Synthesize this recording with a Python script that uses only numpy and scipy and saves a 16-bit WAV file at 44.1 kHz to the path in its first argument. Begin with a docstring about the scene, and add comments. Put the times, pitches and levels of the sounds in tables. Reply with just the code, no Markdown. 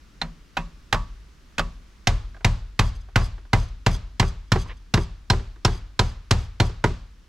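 """A claw hammer strikes sheet-metal flashing on a ribbed metal roof, outdoors, a few steps from two microphones.
Each blow is a burst of crack noise, then damped modes: the hammer pings, sheet and hollow box ring, the roof booms.
Decaying noise is the hissing shimmer. Short bursts are hammer bounces, sheet ticks and tool clicks; trains of tiny
impacts through resonances are loose steel tools chattering and the hammer scraping. Coloured noise is the woodland."""
import sys
import numpy as np
from scipy import signal
from scipy.fft import rfft, irfft, next_fast_len
from scipy.io import wavfile
from scipy.ndimage import uniform_filter1d

SR = 44100
rng = np.random.default_rng(int(sys.argv[2]) if len(sys.argv) > 2 else 0)


def bounce(signal):
    """Save signal as a 16-bit WAV file at the path given by the first command-line argument."""
    frames = np.transpose(np.atleast_2d(signal))
    limited = np.clip(frames, -1, 1)
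    pcm = np.round(limited * 32767).astype(np.int16)
    wavfile.write(sys.argv[1], SR, pcm)


N = 321048

# Hollow box modes. Each row: frequency in Hz, relative level in dB, t60 in s, sign of the first swing.
BODY_MODES = [(263.7, -3.5, 0.15, 1), (328, 1.5, 0.11, -1), (376, 8.5, 0.077, 1), (390.6, -6, 0.26, -1),
              (418.7, 2.5, 0.095, 1), (456.6, -2.5, 0.093, -1)]
# Flashing sheet modes. Each row: frequency in Hz, relative level in dB, t60 in s, sign of the first swing.
SHEET_MODES = [(554, -8.5, 0.23, 1), (630, -12.5, 0.17, -1), (705, -2.5, 0.1, 1), (783, 6, 0.07, -1),
               (889, 4, 0.042, 1), (967, 4, 0.11, -1), (1031, -1.5, 0.12, 1), (1218, -4.5, 0.037, -1),
               (1268, 1, 0.098, 1), (1445, 13, 0.038, -1), (1614, 12.5, 0.044, 1), (1910, 4.5, 0.052, -1)]


def amp(db):
    """Amplitude factor of a level in dB."""
    return 10 ** (np.asarray(db) / 20)


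def unit(x):
    """x scaled to rms 1."""
    return x / np.sqrt(np.mean(x ** 2) + 1e-20)


def along(points, hz):
    """Interpolates (Hz, value) points on a log frequency axis."""
    f, v = np.transpose(points)
    return np.interp(np.log(hz + 1), np.log(f + 1), v)


def filtered(x, response):
    """x times a complex response of frequency."""
    m = next_fast_len(x.shape[-1] + 8192)
    spectrum = rfft(x, m) * response(np.fft.rfftfreq(m, 1 / SR))
    return irfft(spectrum, m)[..., :x.shape[-1]]


def add(track, s, sound):
    """Mixes a sound in at time s."""
    part = track[..., round(s * SR):][..., :sound.shape[-1]]
    part += sound[..., :part.shape[-1]]


def creep(s, start_db, db_per_s):
    """A level that drifts evenly with time as the hammer works along the fold."""
    return start_db + db_per_s * s


def favoured(modes, spot_hz, db_per_octave):
    """The struck spot favours the modes near one pitch."""
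    return [(hz, db - db_per_octave * abs(np.log2(hz / spot_hz)), t60, way) for hz, db, t60, way in modes]


def ring(modes, t, scatter_db):
    """Damped modes: decaying sines, with strengths drawn anew at every call."""
    total = 0
    for hz, db, t60, way in modes:
        decay = amp(db + scatter_db * rng.normal() - 60 * t / t60)
        total = total + np.sign(way) * decay * np.sin(2 * np.pi * hz * t)
    return total


def burst(colour_db, t60, rise_s, count, channels=1):
    """Noise of many dense plate modes: rms 1 before the rise and decay, every band dying at its own speed."""
    noise = unit(filtered(rng.standard_normal((channels, count)), lambda hz: amp(colour_db(hz))))
    hz, t, z = signal.stft(noise, SR, nperseg=128)
    decay = amp(-60 * t / along(t60, hz)[:, None])
    dying = signal.istft(z * decay, SR, nperseg=128)[1][:, :count]
    return dying * (1 - np.exp(-(np.arange(count) / SR / rise_s) ** 2))


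def contacts(length_s, rate_hz):
    """Random tiny impacts, uneven in clumps of 200 samples, under a swell; silence is left for the ringing."""
    count = round(length_s * SR)
    clumps = amp(2.5 * np.repeat(rng.standard_normal(SR // 800), 200))
    impacts = rng.standard_normal(SR // 4) * (rng.random(SR // 4) < rate_hz / SR)
    hits = impacts[:len(clumps)] * clumps
    return np.pad(hits[:count] * np.hanning(count) ** .25, (0, 3000))


def woods():
    """Far leaves, insects and breeze: noise with faint patches, partly alike left and right."""
    # Each row: frequency in Hz, relative density in dB per Hz.
    woods_colour = [(15, -2), (35, 2), (60, 4.5), (90, -9), (160, -9.5), (300, -13.5), (450, -21),
                    (750, -27.5), (1200, -21), (2500, -26), (6000, -30), (8200, -38.5), (12000, -43),
                    (16000, -50.5)]
    # Each row: time in s, rms level in dB.
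    woods_level = [(0, -50.5), (2, -51), (2.9, -53.5), (5, -53.5), (7.28, -54)]
    # Each row: frequency in Hz, left-right correlation.
    likeness = [(60, 0.88), (240, 0.84), (950, 0.42), (3770, 0.59), (15000, 0.42)]
    z = signal.stft(rng.standard_normal((2, N)), nperseg=512)[2]
    patches = uniform_filter1d(uniform_filter1d(rng.standard_normal(z.shape[1:]), 6, 0), 14, 1)
    pair = signal.istft(z * amp(0.54 * unit(patches)), nperseg=512)[1][:, :N]

    def mid_side(hz):
        turn = np.arccos(np.clip(along(likeness, hz), -1, 1)) / 2
        return amp(along(woods_colour, hz)) * [np.cos(turn), np.sin(turn)]

    mid, side = filtered(pair, mid_side)
    s, db = np.transpose(woods_level)
    return amp(np.interp(np.arange(N) / SR, s, db)) * unit(np.array([mid + side, mid - side]))


def crack(near, wide, s, db, bite_db):
    """Impact noise in the air: a fast snap, its scattered part in antiphase left and right, and a slower tail."""
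    # Each row: frequency in Hz, relative level in dB.
    crack_colour = [(150, -3), (350, -1.5), (800, -1.5), (1600, -7.5), (3000, -5), (5000, -2), (7500, 0),
                    (9000, -5), (12500, -7), (16000, -46)]
    # Tail decay. Each row: frequency in Hz, t60 in s.
    crack_t60 = [(300, 0.17), (800, 0.19), (2000, 0.11), (5000, 0.081), (12000, 0.078)]
    # Scattered part. Each row: frequency in Hz, gain in dB.
    scatter_gain = [(300, -29), (2000, -9.5), (8000, -9.5), (13000, -12)]
    tail_db = -15.5
    clank_db = creep(s, start_db=-14, db_per_s=1.92)
    sizzle_db = -16 + bite_db
    top_db = -22 + 0.75 * db  # harder blows reach higher
    tilt = [(700, clank_db), (1900, 0), (4600, bite_db), (9500, sizzle_db), (13500, top_db)]
    colour = lambda hz: along(crack_colour, hz) + along(tilt, hz)
    snap, scattered = burst(colour, [(1000, 0.028), (10000, 0.023)], rise_s=0.0033, count=4000, channels=2)
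    add(near, s, amp(db) * snap)
    add(wide, s, amp(db) * filtered(scattered, lambda hz: amp(along(scatter_gain, hz))) * [[1], [-1]])
    add(near, s, amp(db + tail_db) * burst(colour, crack_t60, rise_s=0.0011, count=9000)[0])


def shimmer(wide, s, box_db):
    """Hiss of the whole roof's dense modes, from both sides; it grows with the thump."""
    # Each row: frequency in Hz, relative density in dB per Hz.
    shimmer_colour = [(200, 0.5), (350, -8.5), (700, -10), (1100, -10), (2000, -16.5), (4800, -19),
                      (7500, -24), (10800, -36.5), (15500, -47)]
    # Each row: frequency in Hz, t60 in s.
    shimmer_t60 = [(300, 0.41), (1000, 0.52), (4000, 0.55), (10000, 0.32)]
    shimmer_db = -23.5 + 0.42 * box_db
    colour = lambda hz: along(shimmer_colour, hz)
    alike, apart = burst(colour, shimmer_t60, rise_s=0.012, count=SR // 2, channels=2)
    add(wide, s, amp(shimmer_db) * (alike + 0.45 * apart * [[1], [-1]]))


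def sheet_ring(near, s, t, sheet_db, edge_db, spot_hz):
    """Bending modes of sheet, loose edge and hollow box swell up in turn, then die away."""
    # Loose edge. Each row: frequency in Hz, relative level in dB, t60 in s, sign of the first swing.
    edge_modes = [(600, -17.5, 0.23, 1), (640, -20.5, 0.17, -1), (892, -9, 0.22, 1), (977, -7.5, 0.25, 1),
                  (1059, -2.5, 0.19, -1), (1137, -2, 0.28, 1), (1192, -11.5, 0.25, 1),
                  (1265, -13, 0.28, -1), (1776, -16, .25, 1)]
    swell = 1 - np.exp(-t / 0.00073)
    sheet = ring(favoured(SHEET_MODES, spot_hz, db_per_octave=13), t, scatter_db=2.0)
    add(near, s + 0.001006, swell * amp(sheet_db) * sheet)
    add(near, s + 0.0011, swell * amp(edge_db) * ring(edge_modes, t, scatter_db=0.5))
    body_db = sheet_db + creep(s, start_db=-22, db_per_s=3)
    add(near, s + 0.0031, swell * amp(body_db) * ring(BODY_MODES, t, scatter_db=2))


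def ping(near, s, t, ping_hz):
    """Short high modes of the hammer head and fold."""
    # Each row: frequency in Hz, relative level in dB, t60 in s, sign of the first swing.
    ping_modes = [(2046, -3.5, 0.065, 1), (2485, -3, 0.087, -1), (2550, -5, 0.078, 1), (2670, -6, .13, -1),
                  (3624, 7, 0.037, -1), (4096, 7, 0.035, 1), (4190, -9.5, 0.087, -1), (4320, -23, 0.11, 1),
                  (4420, -12.5, 0.034, -1), (5330, 18, 0.029, 1)]
    ping_db = -24
    modes = favoured(ping_modes, ping_hz, db_per_octave=47)
    add(near, s + 0.001754, amp(ping_db) * ring(modes, t, scatter_db=5.5))


def thump(near, s, t, box_db, lid_db):
    """The sheet is first pushed down; then roof panels, covered box, its lid and a flap swing slowly."""
    # Each row of the four: frequency in Hz, relative level in dB, t60 in s, sign of the first swing.
    roof_modes = [(34.64, 4, 0.58, -1), (42.16, -2.5, 0.88, 1), (53.24, -4, 0.86, 1)]
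    box_modes = [(70.85, -5, 0.52, 1), (77, 3, 0.2, -1), (94.75, -13, 0.68, 1), (109.63, 1.5, 0.33, 1)]
    lid_modes = [(124.8, 0, 0.17, 1), (145.4, -16, 0.31, 1), (198.7, -10, 0.18, 1), (242.7, -13.5, 0.11, 1)]
    flap_modes = [(156, -4, 0.36, -1), (171.3, -2.5, 0.34, 1), (230, -7.5, 0.32, 1)]
    push_db, push_s = box_db + lid_db + 0.5, 0.003
    add(near, s + 0.00401, -amp(push_db) * np.sin(np.pi * t[t < push_s] / push_s))
    roof_db = creep(s, start_db=-8, db_per_s=-1.1) + 0.55 * box_db
    flap_db = -30 + lid_db
    swing = amp(roof_db) * ring(roof_modes, t, scatter_db=.6)
    swing += amp(box_db) * ring(box_modes, t, scatter_db=1.2)
    swing += amp(box_db + lid_db) * ring(lid_modes, t, scatter_db=1.2)
    swing += amp(flap_db) * ring(flap_modes, t, scatter_db=1.5)
    add(near, s + 0.00705, swing)


def blows():
    """Crack in the air first; the slow bending waves set in a few milliseconds later."""
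    # Each row: start in s, crack level in dB, bite (treble) over the crack in dB, thump into the box in dB,
    # lid over box in dB, sheet ring in dB, loose edge ring in dB, favoured sheet pitch in Hz, ping pitch in Hz.
    blow_rows = [(0.2142, -14.5, -15, -51, 0.5, -30, -50, 700, 3900),
                 (0.5681, -12, -16, -43.5, 0.5, -25.5, -36, 840, 2600),
                 (0.9256, -5, -13, -28, 1.5, -29, -22.5, 890, 2060),
                 (1.5806, -10, -13, -34, 2, -42, -30.5, 990, 2560),
                 (2.0704, -4, -5.5, -17.5, -2.5, -22, -34, 710, 2060),
                 (2.4451, -4.5, -8, -18, 2.5, -22.5, -33.5, 770, 2100),
                 (2.7911, -3, -10.5, -17, 0.5, -28.5, -30, 780, 3000),
                 (3.157, -4, -12, -16.5, 1.5, -24.5, -29.5, 1200, 2040),
                 (3.5306, -6, -12, -16.5, 1.5, -21.5, -32.5, 770, 2080),
                 (3.8627, -5.5, -9, -17.5, 4, -25.5, -42, 775, 1950),
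                 (4.1962, -4, -6.5, -18.5, 5, -25.5, -30, 710, 1960),
                 (4.5176, -5, -10.5, -18.5, 5.5, -30, -30.5, 1430, 4020),
                 (4.9378, -4.5, -8.5, -18.5, 6.5, -28, -32, 945, 3900),
                 (5.2993, -4.5, -5, -18, 2, -24, -42, 970, 4120),
                 (5.648, -4.5, -3, -18, 2.5, -25, -45, 950, 4270),
                 (5.9912, -4.5, -5, -17.5, 1, -23.5, -36, 1020, 3940),
                 (6.3083, -3, -2.5, -16, 1, -35, -50, 1600, 4300),
                 (6.5991, -4.5, -7.5, -18, 4.5, -25.5, -36, 820, 4200),
                 (6.8393, -6.5, -12, -21.5, 4.5, -21, -46, 970, 2070)]
    near, wide, t = np.zeros(N), np.zeros((2, N)), np.arange(SR // 2) / SR
    for s, crack_db, bite_db, box_db, lid_db, sheet_db, edge_db, spot_hz, ping_hz in blow_rows:
        crack(near, wide, s, crack_db, bite_db)
        shimmer(wide, s, box_db)
        sheet_ring(near, s, t, sheet_db, edge_db, spot_hz)
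        ping(near, s, t, ping_hz)
        thump(near, s, t, box_db, lid_db)
    return near, wide


def ticks():
    """Short clicks: mostly dull hammer bounces and sheet ticks, a few bright clicks of loose tools;
    each rings sheet and box a little."""
    # Each row: time in s, level in dB, treble tilt in dB.
    tick_rows = [(0.944, -20.5, -12), (1.594, -16, -7), (2.346, -45.5, -17), (2.366, -44.5, -19),
                 (2.408, -44.5, -19), (2.881, -48, 3), (3.087, -49.5, -21), (3.215, -34.5, -18),
                 (3.38, -47, -17), (3.452, -50.5, -16), (3.949, -38.5, 5), (4.228, -22.5, -26),
                 (4.559, -22.5, -21), (4.975, -21, -16), (5.332, -27.5, -26), (5.396, -43, -13),
                 (5.56, -50.5, -12), (5.679, -29.5, -28), (5.75, -46, -26.5), (6.019, -33, -36),
                 (6.408, -56, 7), (6.696, -45, 9.5), (6.905, -41, -21)]
    # Each row: frequency in Hz, relative level in dB.
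    tick_colour = [(300, -13), (700, -1), (1200, -4), (2500, -9), (5000, -3), (9000, -22), (15000, -34)]
    track, t = np.zeros(N), np.arange(SR // 4) / SR
    for s, db, treble_db in tick_rows:
        colour = lambda hz: along(tick_colour, hz) + along([(2000, 0), (5000, treble_db)], hz)
        click = burst(colour, [(800, 0.073), (5000, 0.041)], rise_s=0.00092, count=5000)[0]
        add(track, s - .001, amp(db) * click)
        sheet_db = db - 21.5
        body_db = db + creep(s, start_db=-29.5, db_per_s=4.5)
        add(track, s, amp(sheet_db) * ring(SHEET_MODES, t, scatter_db=4.5))
        add(track, s, amp(body_db) * ring(BODY_MODES, t, scatter_db=2.5))
    return track


def tools():
    """Loose steel tools chatter on the box: tiny impacts excite steel resonances, without bass."""
    # Each row: start in s, length of the contacts in s, rms level in dB including the ringing.
    chatter_rows = [(2.494, 0.13, -70), (2.826, 0.083, -54), (2.948, 0.026, -63), (3.006, .015, -68),
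                    (3.194, 0.087, -51), (3.559, .1, -54.5), (3.68, 0.011, -66), (3.905, 0.067, -47.5),
                    (4.246, 0.063, -52.5), (4.478, .012, -73), (4.579, 0.06, -50), (4.674, .015, -66),
                    (4.766, .014, -69), (4.988, 0.064, -53), (5.33, 0.065, -62), (5.684, 0.11, -54.5),
                    (6.026, 0.11, -57), (6.337, 0.14, -57.5), (6.646, 0.037, -54)]
    # Steel resonances. Each row: frequency in Hz, width in Hz, relative level in dB.
    steel_modes = [(3350, 89, 5.5), (4760, 98, 6), (4920, 48, 6.5), (6250, 100, 3.5), (7400, 74, -11),
                   (7700, 66, -7.5), (8980, 110, -7.5), (10500, 100, -10), (10600, 110, -23),
                   (11600, 100, -9)]
    track = np.zeros(N)
    for s, length_s, db in chatter_rows:
        gains = amp(rng.normal(0, 2, len(steel_modes)))

        def response(f):
            steel = 0
            for gain, (centre, width, level_db) in zip(gains, steel_modes):
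                band = 1j * f * width
                steel = steel + gain * amp(level_db) * band / (centre * centre - f * f + band)
            # the many weak modes in between
            fizz = amp(-12.0) / (1 + (f / 8000) ** 5) / (1 + (3000 / (f + 1)) ** 3)
            return (steel + fizz) / (1 + (f / 12500) ** 8)

        add(track, s, amp(db) * unit(filtered(contacts(length_s, rate_hz=5000), response)))
    return track


def scrapes():
    """The hammer drags on the sheet: dense friction grains, coloured by the metal."""
    # Each row: start in s, length of the contacts in s, rms level in dB including the ringing, treble tilt in dB.
    scrape_rows = [(4.651, 0.029, -51.5, -17), (4.68, 0.054, -47.5, 1.5)]
    # Each row: frequency in Hz, relative level in dB.
    rasp_colour = [(500, 0), (800, -5), (1000, 8), (1400, -6), (2000, 3), (2400, -4), (2900, -1.5),
                   (4000, -12), (6000, -27), (12000, -52)]
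    track = np.zeros(N)
    for s, length_s, db, treble_db in scrape_rows:
        colour = lambda hz: amp(along(rasp_colour, hz) + along([(1300, 0), (1900, treble_db)], hz))
        add(track, s, amp(db) * unit(filtered(contacts(length_s, rate_hz=4700), colour)))
    return track


def scene():
    """Places the work a little to the right by level and phase, over roof shimmer and woods."""
    # Each row: frequency in Hz, left over right in dB.
    lean = [(60, 1), (180, 0.5), (550, -1.5), (1650, -3), (4970, -2), (15000, 0.5)]
    # Each row: frequency in Hz, phase lead of the left in radians.
    lead = [(30, 0.026), (860, -0.37), (3270, -0.79), (6000, -0.45), (11000, -0.79)]
    ambience = woods()
    near, wide = blows()
    half = np.array([[.5], [-.5]])
    placing = lambda hz: amp(half * along(lean, hz)) * np.exp(1j * half * along(lead, hz))
    return filtered(near + ticks() + tools() + scrapes(), placing) + wide + ambience


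def record(dry):
    """The input stage rounds off the highest peaks; then a sharp low-pass."""
    ceiling, knee, top_hz = 1, 5.6, 16000
    rounded = dry / (1 + np.abs(dry / ceiling) ** knee) ** (1 / knee)
    return filtered(rounded, lambda hz: hz < top_hz)


dry = scene()
out = record(dry)
bounce(out)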